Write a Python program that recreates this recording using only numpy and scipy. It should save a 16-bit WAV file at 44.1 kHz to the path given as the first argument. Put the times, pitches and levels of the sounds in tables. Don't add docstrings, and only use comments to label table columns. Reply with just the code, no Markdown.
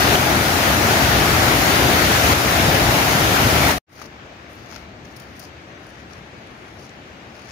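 import sys
import numpy as np
from scipy import signal
from scipy.fft import rfft, irfft, next_fast_len
from scipy.io import wavfile
from scipy.ndimage import uniform_filter1d, map_coordinates

SR = 44100
rng = np.random.default_rng(int(sys.argv[2]) if len(sys.argv) > 2 else 0)


def materialize(psi):
    bounded = np.clip(np.atleast_2d(psi).T, -1, 1)
    quanta = np.round(bounded * 32767).astype(np.int16)
    wavfile.write(sys.argv[1], SR, quanta)


def invert_db(x):
    u = np.asarray(x, float) / 20
    return 10 ** u


N = 331465

CHANGE_S = 3.84
TURN_S = 5.6
BLADE_PAN_DB = 9.5


def unit(x):
    return x / np.sqrt(np.mean(x ** 2) + 1e-20)


def along(points, hz):
    f, v = np.transpose(points)
    return np.interp(np.log(hz + 1), np.log(f + 1), v)


def curves(rows):
    s, *cols = np.transpose(rows)
    return [np.interp(np.arange(N) / SR, s, c) for c in cols]


def wobble(rate):
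    knots = rng.standard_normal(int(N * rate / SR) + 4)
    return map_coordinates(knots, [np.arange(N) * rate / SR])


def filtered(x, response):
    m = next_fast_len(N + 8192)
    return irfft(rfft(x, m) * response(np.fft.rfftfreq(m, 1 / SR)), m)[..., :N]


def coloured(x, spectrum):
    inside = lambda hz: (hz > spectrum[0][0] * .8) & (hz < spectrum[-1][0] * 1.02)
    return unit(filtered(x, lambda hz: invert_db(along(spectrum, hz)) * inside(hz)))


def panned(x, pan_db):
    return x * invert_db(np.outer([.5, -.5], pan_db))


def bubbles(count, hz, spread, cycles, scatter_db, size):
    when, pitch, luck = rng.random((count, 3)).T
    f = np.clip(hz * np.exp(spread * (2 * pitch - 1)), 60, 15000)[:, None]
    t = np.arange(size) / SR
    decay = np.exp(-t * f / cycles) * (1 - np.exp(-4 * t * f))
    size_db = np.minimum(-scatter_db * np.log(luck), 12)
    ring = invert_db(size_db)[:, None] * f * decay * np.sin(2 * np.pi * f * t * (1 + .02 * t * f))
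    at = (when * N).astype(int)[:, None] + np.arange(size)
    return unit(np.bincount(at.ravel(), ring.ravel(), N + size)[:N])


def water(spectrum, tilt, patchy_db, ahead, grains=0):
    ports_s = 20 / SR
    z = signal.stft(rng.standard_normal((3, N)), nperseg=512)[2]
    patches = uniform_filter1d(rng.standard_normal(z.shape[1:]), size=6, axis=0)
    patches = uniform_filter1d(patches, size=12, axis=1)
    a, b, direct = signal.istft(z * invert_db(patchy_db * unit(patches)), nperseg=512)[1][:, :N]
    turn = lambda hz: np.arccos(.995 * np.sinc(1.9 * hz * ports_s)) / 2
    mid, side = filtered(np.array([a, b]), lambda hz: np.array([np.cos(turn(hz)), np.sin(turn(hz))]))
    sides = np.array([[1], [-1]])
    aimed = filtered(ahead * direct + grains, lambda hz: np.exp(1j * np.pi * hz * ports_s * sides))
    pair = np.array([mid + side, mid - side]) + aimed
    return coloured(filtered(pair, lambda hz: invert_db(along(tilt, hz) / 2 * sides)), spectrum)


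def torrent():
    # (time [s], level [dB])
    flow = [(0, -18), (.6, -18.5), (1.3, -18), (2.1, -17.5), (2.9, -18), (3.8, -18.5)]
    # (frequency [Hz], density [dB per Hz])
    rumble_spectrum = [(13, -47.5), (22, -61.5), (52, -4.5), (76, 0.5), (134, -1), (177, -4), (252, -5),
                       (289, -3), (450, -8), (580, -38.5), (990, -120)]
    rush_spectrum = [(240, -51.5), (400, -17), (515, -5.5), (599, -4), (724, -2), (1060, -8), (1350, -5.5),
                     (2260, -8.5), (2630, -11), (6610, -17.5), (8200, -28), (10700, -56.5), (18000, -120)]
    spray_spectrum = [(4710, -21.5), (8000, -7), (9870, -2), (13500, -4), (14900, -1), (15500, -5)]
    # (frequency [Hz], left over right [dB])
    near_tilt = [(60, 4.5), (110, 2.5), (200, 4), (380, 5), (700, 4), (1290, 5), (2380, 5.0), (4400, 3),
                 (8120, 0.5), (15000, 8)]
    # (time [s], frequency [Hz], peak [dB], t60 [s])
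    splash = (.155, 3100, -4.5, .009)
    flow_db, = curves(flow)
    surge_db = 0.15 * wobble(3.04) + 0.27 * wobble(19)
    fizz = .2 * bubbles(count=12000, hz=2500, spread=1.3, cycles=3, scatter_db=3, size=256)
    spit = 0.32 * bubbles(count=12000, hz=11100, spread=0.25, cycles=1.5, scatter_db=2.0, size=48)
    rumble = invert_db(-4 + .4 * wobble(6)) * water(rumble_spectrum, near_tilt, patchy_db=.8, ahead=.2)
    rush = invert_db(surge_db) * water(rush_spectrum, near_tilt, patchy_db=.9, ahead=.2, grains=fizz)
    spray = invert_db(-11.5 + surge_db) * water(spray_spectrum, near_tilt, patchy_db=.6, ahead=.15, grains=spit)
    s, hz, db, t60 = splash
    t = np.maximum(np.arange(N) / SR - s, 0)
    drip = invert_db(db - 60 * t / t60) * (1 - np.exp(-t / 0.00077)) * np.sin(2 * np.pi * hz * t)
    return invert_db(flow_db + 2.0) * (rumble + rush + spray) + drip * invert_db([[1.5], [-1.5]])


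def gain_control():
    # (time [s], depth [dB])
    ducks = [
        (.157, 4),
        (2.336, 4.5),
    ]
    t = np.arange(N) / SR
    gain_db = 0
    for s, db in ducks:
        creep = -np.exp(-np.abs(t - s) / 0.35)
        swell = np.exp(-np.abs(t - s) / 0.037)
        gain_db = gain_db + db * np.where(t > s, creep, swell) / 2
    return invert_db(gain_db)


def strokes():
    # (time [s], length [s], blades [dB], stalks over blades [dB],
    # twigs over blades [dB])
    brushes = [(3.895, .03, -57, -6, -6), (3.93, 0.026, -53, -11, -8), (3.968, .03, -55.5, -13, 0),
               (3.992, 0.06, -47.5, -13.5, 4.5), (4.495, 0.062, -65, -1.5, 0), (4.57, .1, -57, -13, 3),
               (4.66, .03, -54, -16, 2), (4.693, .075, -47.5, -15.5, 5), (4.79, .05, -61, -11, 12),
               (5.045, .11, -61, -11, 2), (5.165, 0.058, -56, -6.5, -6), (5.25, 0.091, -58.5, -12.5, 0),
               (5.36, .03, -57, -9, -2), (5.4, 0.049, -46.5, -13.5, -5), (5.8, .06, -65, -10, 4),
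               (5.862, .05, -60, -6, 2), (5.94, .07, -57, -16.5, 9), (6.1, 0.078, -56.5, -13, 9),
               (6.47, .15, -72, -4, 6), (6.65, 0.12, -63, -9, 11), (6.79, 0.062, -53, -13, -6),
               (7.35, 0.099, -53.5, -13.5, 4), (7.48, .04, -51, -16, 2)]
    attack_s, release_s = .005, .025
    sway_db = -78.5
    t = np.arange(0, N / SR, .001)
    s, length, db, stalk_db, twig_db = np.transpose(brushes)[..., None]
    shape = np.exp(-np.maximum(s - t, 0) / attack_s - np.maximum(t - s - length, 0) / release_s)
    power = [np.sum((invert_db(db + over_db) * shape) ** 2, axis=0) for over_db in (0, stalk_db, twig_db)]
    power[1] += invert_db(2 * sway_db) * (t > TURN_S)
    return curves(np.transpose([t, *np.sqrt(power)]))


def grass():
    # (frequency [Hz], level [dB])
    blade_spectrum = [(3000, -25), (3800, -10.5), (4600, -1), (5500, -1), (6800, -5), (7700, -28.5),
                      (8300, -25)]
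    stalk_spectrum = [(7300, -25), (8000, -11.5), (8800, 2), (10000, 2.5), (12000, -2.5), (14500, 2.5),
                      (15700, 0)]
    twig_spectrum = [(450, -25), (700, -2.5), (1300, -3.5), (2300, -4), (3500, -14), (4300, -17.5)]
    # (time [s], blades peak [dB], stalks over blades [dB],
    # twigs over blades [dB])
    snaps = [(3.937, -54, -5, 10), (4.0162, -43, -8, 6), (4.0407, -47, -14, -1), (4.7022, -48, -15, 5.5),
             (4.7376, -43, -17, -5), (4.745, -42, -17, -3), (4.762, -37, -13, 3), (4.8294, -55, -10, 11),
             (5.2, -42, -3, -5), (5.239, -53, -7, 7), (5.429, -43.5, -10, 2), (5.8915, -52, -6, 5),
             (6.1344, -40.5, -14, 1), (6.473, -54, -9, 14), (6.8344, -54, -11, 2), (6.8525, -49, -9, -2),
             (6.866, -51, -8, -4), (6.894, -43, -23, -6), (7.4194, -53, -11, 10), (7.4724, -46, -17, 2.5),
             (7.501, -43.5, -18, 0), (7.508, -42, -19, 5)]
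    scuffs = [
        (4.0164, -43, -8, 7),
        (4.0564, -45, -14, -2),
        (4.4982, -62.5, -7.5, 6),
        (5.0484, -48, -13.5, 4),
        (5.1632, -44, -3.5, -5.5),
        (5.393, -42.5, 0.5, -6),
    ]
    layers = ((blade_spectrum, BLADE_PAN_DB), (stalk_spectrum, 16), (twig_spectrum, BLADE_PAN_DB))
    crackle = invert_db(3.7 * wobble(350))
    grainy = lambda spectrum: coloured(rng.standard_normal((2, N)) * crackle, spectrum)
    blades, stalks, twigs = (gain * panned(grainy(spectrum), [pan])
                             for gain, (spectrum, pan) in zip(strokes(), layers))
    out = invert_db(-2.0) * blades + stalks + invert_db(-2.5) * twigs

    parts = np.array([panned(coloured(rng.standard_normal((2, N)), spectrum), [pan])
                      for spectrum, pan in layers])
    t = np.arange(SR // 20) / SR
    snap = invert_db(7.5 - 60 * t / .009)
    scuff = invert_db(1.0 - 60 * np.maximum(t - .007, 0) / 0.019) * (1 - np.exp(-t / 0.00089))
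    for events, shape in ((snaps, snap), (scuffs, scuff)):
        for s, db, stalk_db, twig_db in events:
            start = round(s * SR)
            k = slice(start, start + len(t))
            noise = parts[..., k]
            held = shape[:noise.shape[2]]
            energy = np.sum((noise * held) ** 2, axis=(1, 2), keepdims=True)
            steady = noise / np.sqrt(energy / np.sum(2 * shape ** 2))
            burst = np.tensordot(invert_db(np.array([-1.5, stalk_db - 0.5, twig_db - 6])), steady, axes=1)
            out[:, k] += invert_db(db) * held * burst

    top = filtered(out, lambda hz: hz > 11600)
    return out - (1 - invert_db(-5.5)) * top * (np.arange(N) / SR > TURN_S)


def knocks():
    # (time [s], frequency [Hz], peak [dB])
    breaks = [
        (4.0165, 1250, -27),
        (4.7625, 1500, -30),
    ]
    t60_s = .012
    out = 0
    for s, hz, db in breaks:
        u = np.maximum(np.arange(N) / SR - s, 0)
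        out = out + invert_db(db) * invert_db(-60 * u / t60_s) * np.sin(2 * np.pi * hz * u)
    return panned(out, [BLADE_PAN_DB / 2])


def bird():
    # (time [s], frequency [Hz], level [dB])
    peep = [
        (5.7, 5734, -71),
        (5.724, 6162, -64),
        (5.74, 6240, -70),
        (5.768, 6040, -60),
        (5.79, 5636, -77),
    ]
    hz, db = curves(peep)
    t = np.arange(N) / SR
    gate = np.clip(np.minimum(t - peep[0][0], peep[-1][0] - t) / .012, 0, 1)
    whistle = np.sin(2 * np.pi * np.cumsum(hz) / SR)
    return invert_db([[1.5], [-1.5]]) * np.sqrt(2) * gate * invert_db(db) * whistle


def far_torrent():
    # (frequency [Hz], density [dB per Hz])
    rumble_spectrum = [(13, -64), (22, -36), (69, 1.5), (98, 0), (265, -5), (328, -4.5), (354, -4.5),
                       (450, -11), (580, -17), (990, -120)]
    rush_spectrum = [(240, -8), (400, -10), (543, -6), (614, -4.5), (694, -5), (873, -8), (972, -11),
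                     (1100, -9), (1740, -9), (2360, -11.5), (3790, -18.5), (4560, -21), (6380, -26),
                     (9790, -49), (15500, -51.5)]
    # (frequency [Hz], left over right [dB])
    far_tilt = [(60, 4.5), (110, 1.0), (200, 4), (380, 4.5), (700, 4.5), (1290, 5.5), (2380, 6), (4400, -1),
                (8120, 12.5), (15000, 27)]
    rumble = invert_db(-1.4 + .4 * wobble(3.8)) * water(rumble_spectrum, far_tilt, patchy_db=.8, ahead=.3)
    rush = invert_db(.4 * wobble(4)) * water(rush_spectrum, far_tilt, patchy_db=.8, ahead=.42)
    return invert_db(-42.5) * (rumble + rush)


def scene():
    far = far_torrent() + grass() + knocks() + bird()
    near = torrent() * gain_control()
    balance_db = -.4
    return panned(np.where(np.arange(N) / SR < CHANGE_S, near, far), [balance_db])


def thinned(x, quiet_db, faint_db):
    # (frequency [Hz], threshold [standard deviations])
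    starved = [(6800, 3.5), (7500, 1.3), (8200, .6), (9200, 1.5), (10500, 2.6), (15000, 3)]
    hz, _, z = signal.stft(x, SR, nperseg=1024)
    power = np.abs(z) ** 2
    short = uniform_filter1d(rng.standard_normal(z.shape[1:]), size=9, axis=0)
    short = unit(uniform_filter1d(short, size=5, axis=1))
    level = uniform_filter1d(power, size=24, axis=1)
    floor_db = quiet_db + 3.5 * short + 6 * (hz > 15250)[:, None]
    audible = level.sum(axis=0) > invert_db(2 * floor_db)
    kept = (short < along(starved, hz)[:, None]) & audible & (power > level * invert_db(-2 * faint_db))
    treble = np.log(power[:, hz > 4000].sum(axis=(0, 1)) + 1e-20)
    sudden = np.abs(np.gradient(treble)) > .55
    gain = np.where((hz < 3500)[:, None] | sudden, 1, kept * invert_db(.9))
    return signal.istft(z * gain, nperseg=1024)[1][:, :N]


def edit():
    t = np.arange(N) / SR
    sag_db = 9.5 * (1 - np.exp(-np.maximum(t - 3.714, 0) / 0.024))
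    drop_s, trail_db_per_s = 3.7865, 1500
    drop_db = 30 * np.clip((t - drop_s) / .004 + 1, 0, 1) + trail_db_per_s * np.maximum(t - drop_s, 0)
    rise = np.clip((t - 3.866) / .12, 0, 1) ** 1.15
    return np.where(t < CHANGE_S, invert_db(-np.minimum(sag_db + drop_db, 200)), rise)


def roll_off(x):
    return signal.sosfilt(signal.butter(12, 15650, fs=SR, output="sos"), x)


def record(dry):
    held = dry / (1 + np.abs(dry) ** 8) ** (1 / 8)
    thin = thinned(held, quiet_db=-96, faint_db=2.5)
    mix = edit() * filtered(thin, lambda hz: hz < 15650)
    return roll_off(mix)


dry = scene()
out = record(dry)
materialize(out)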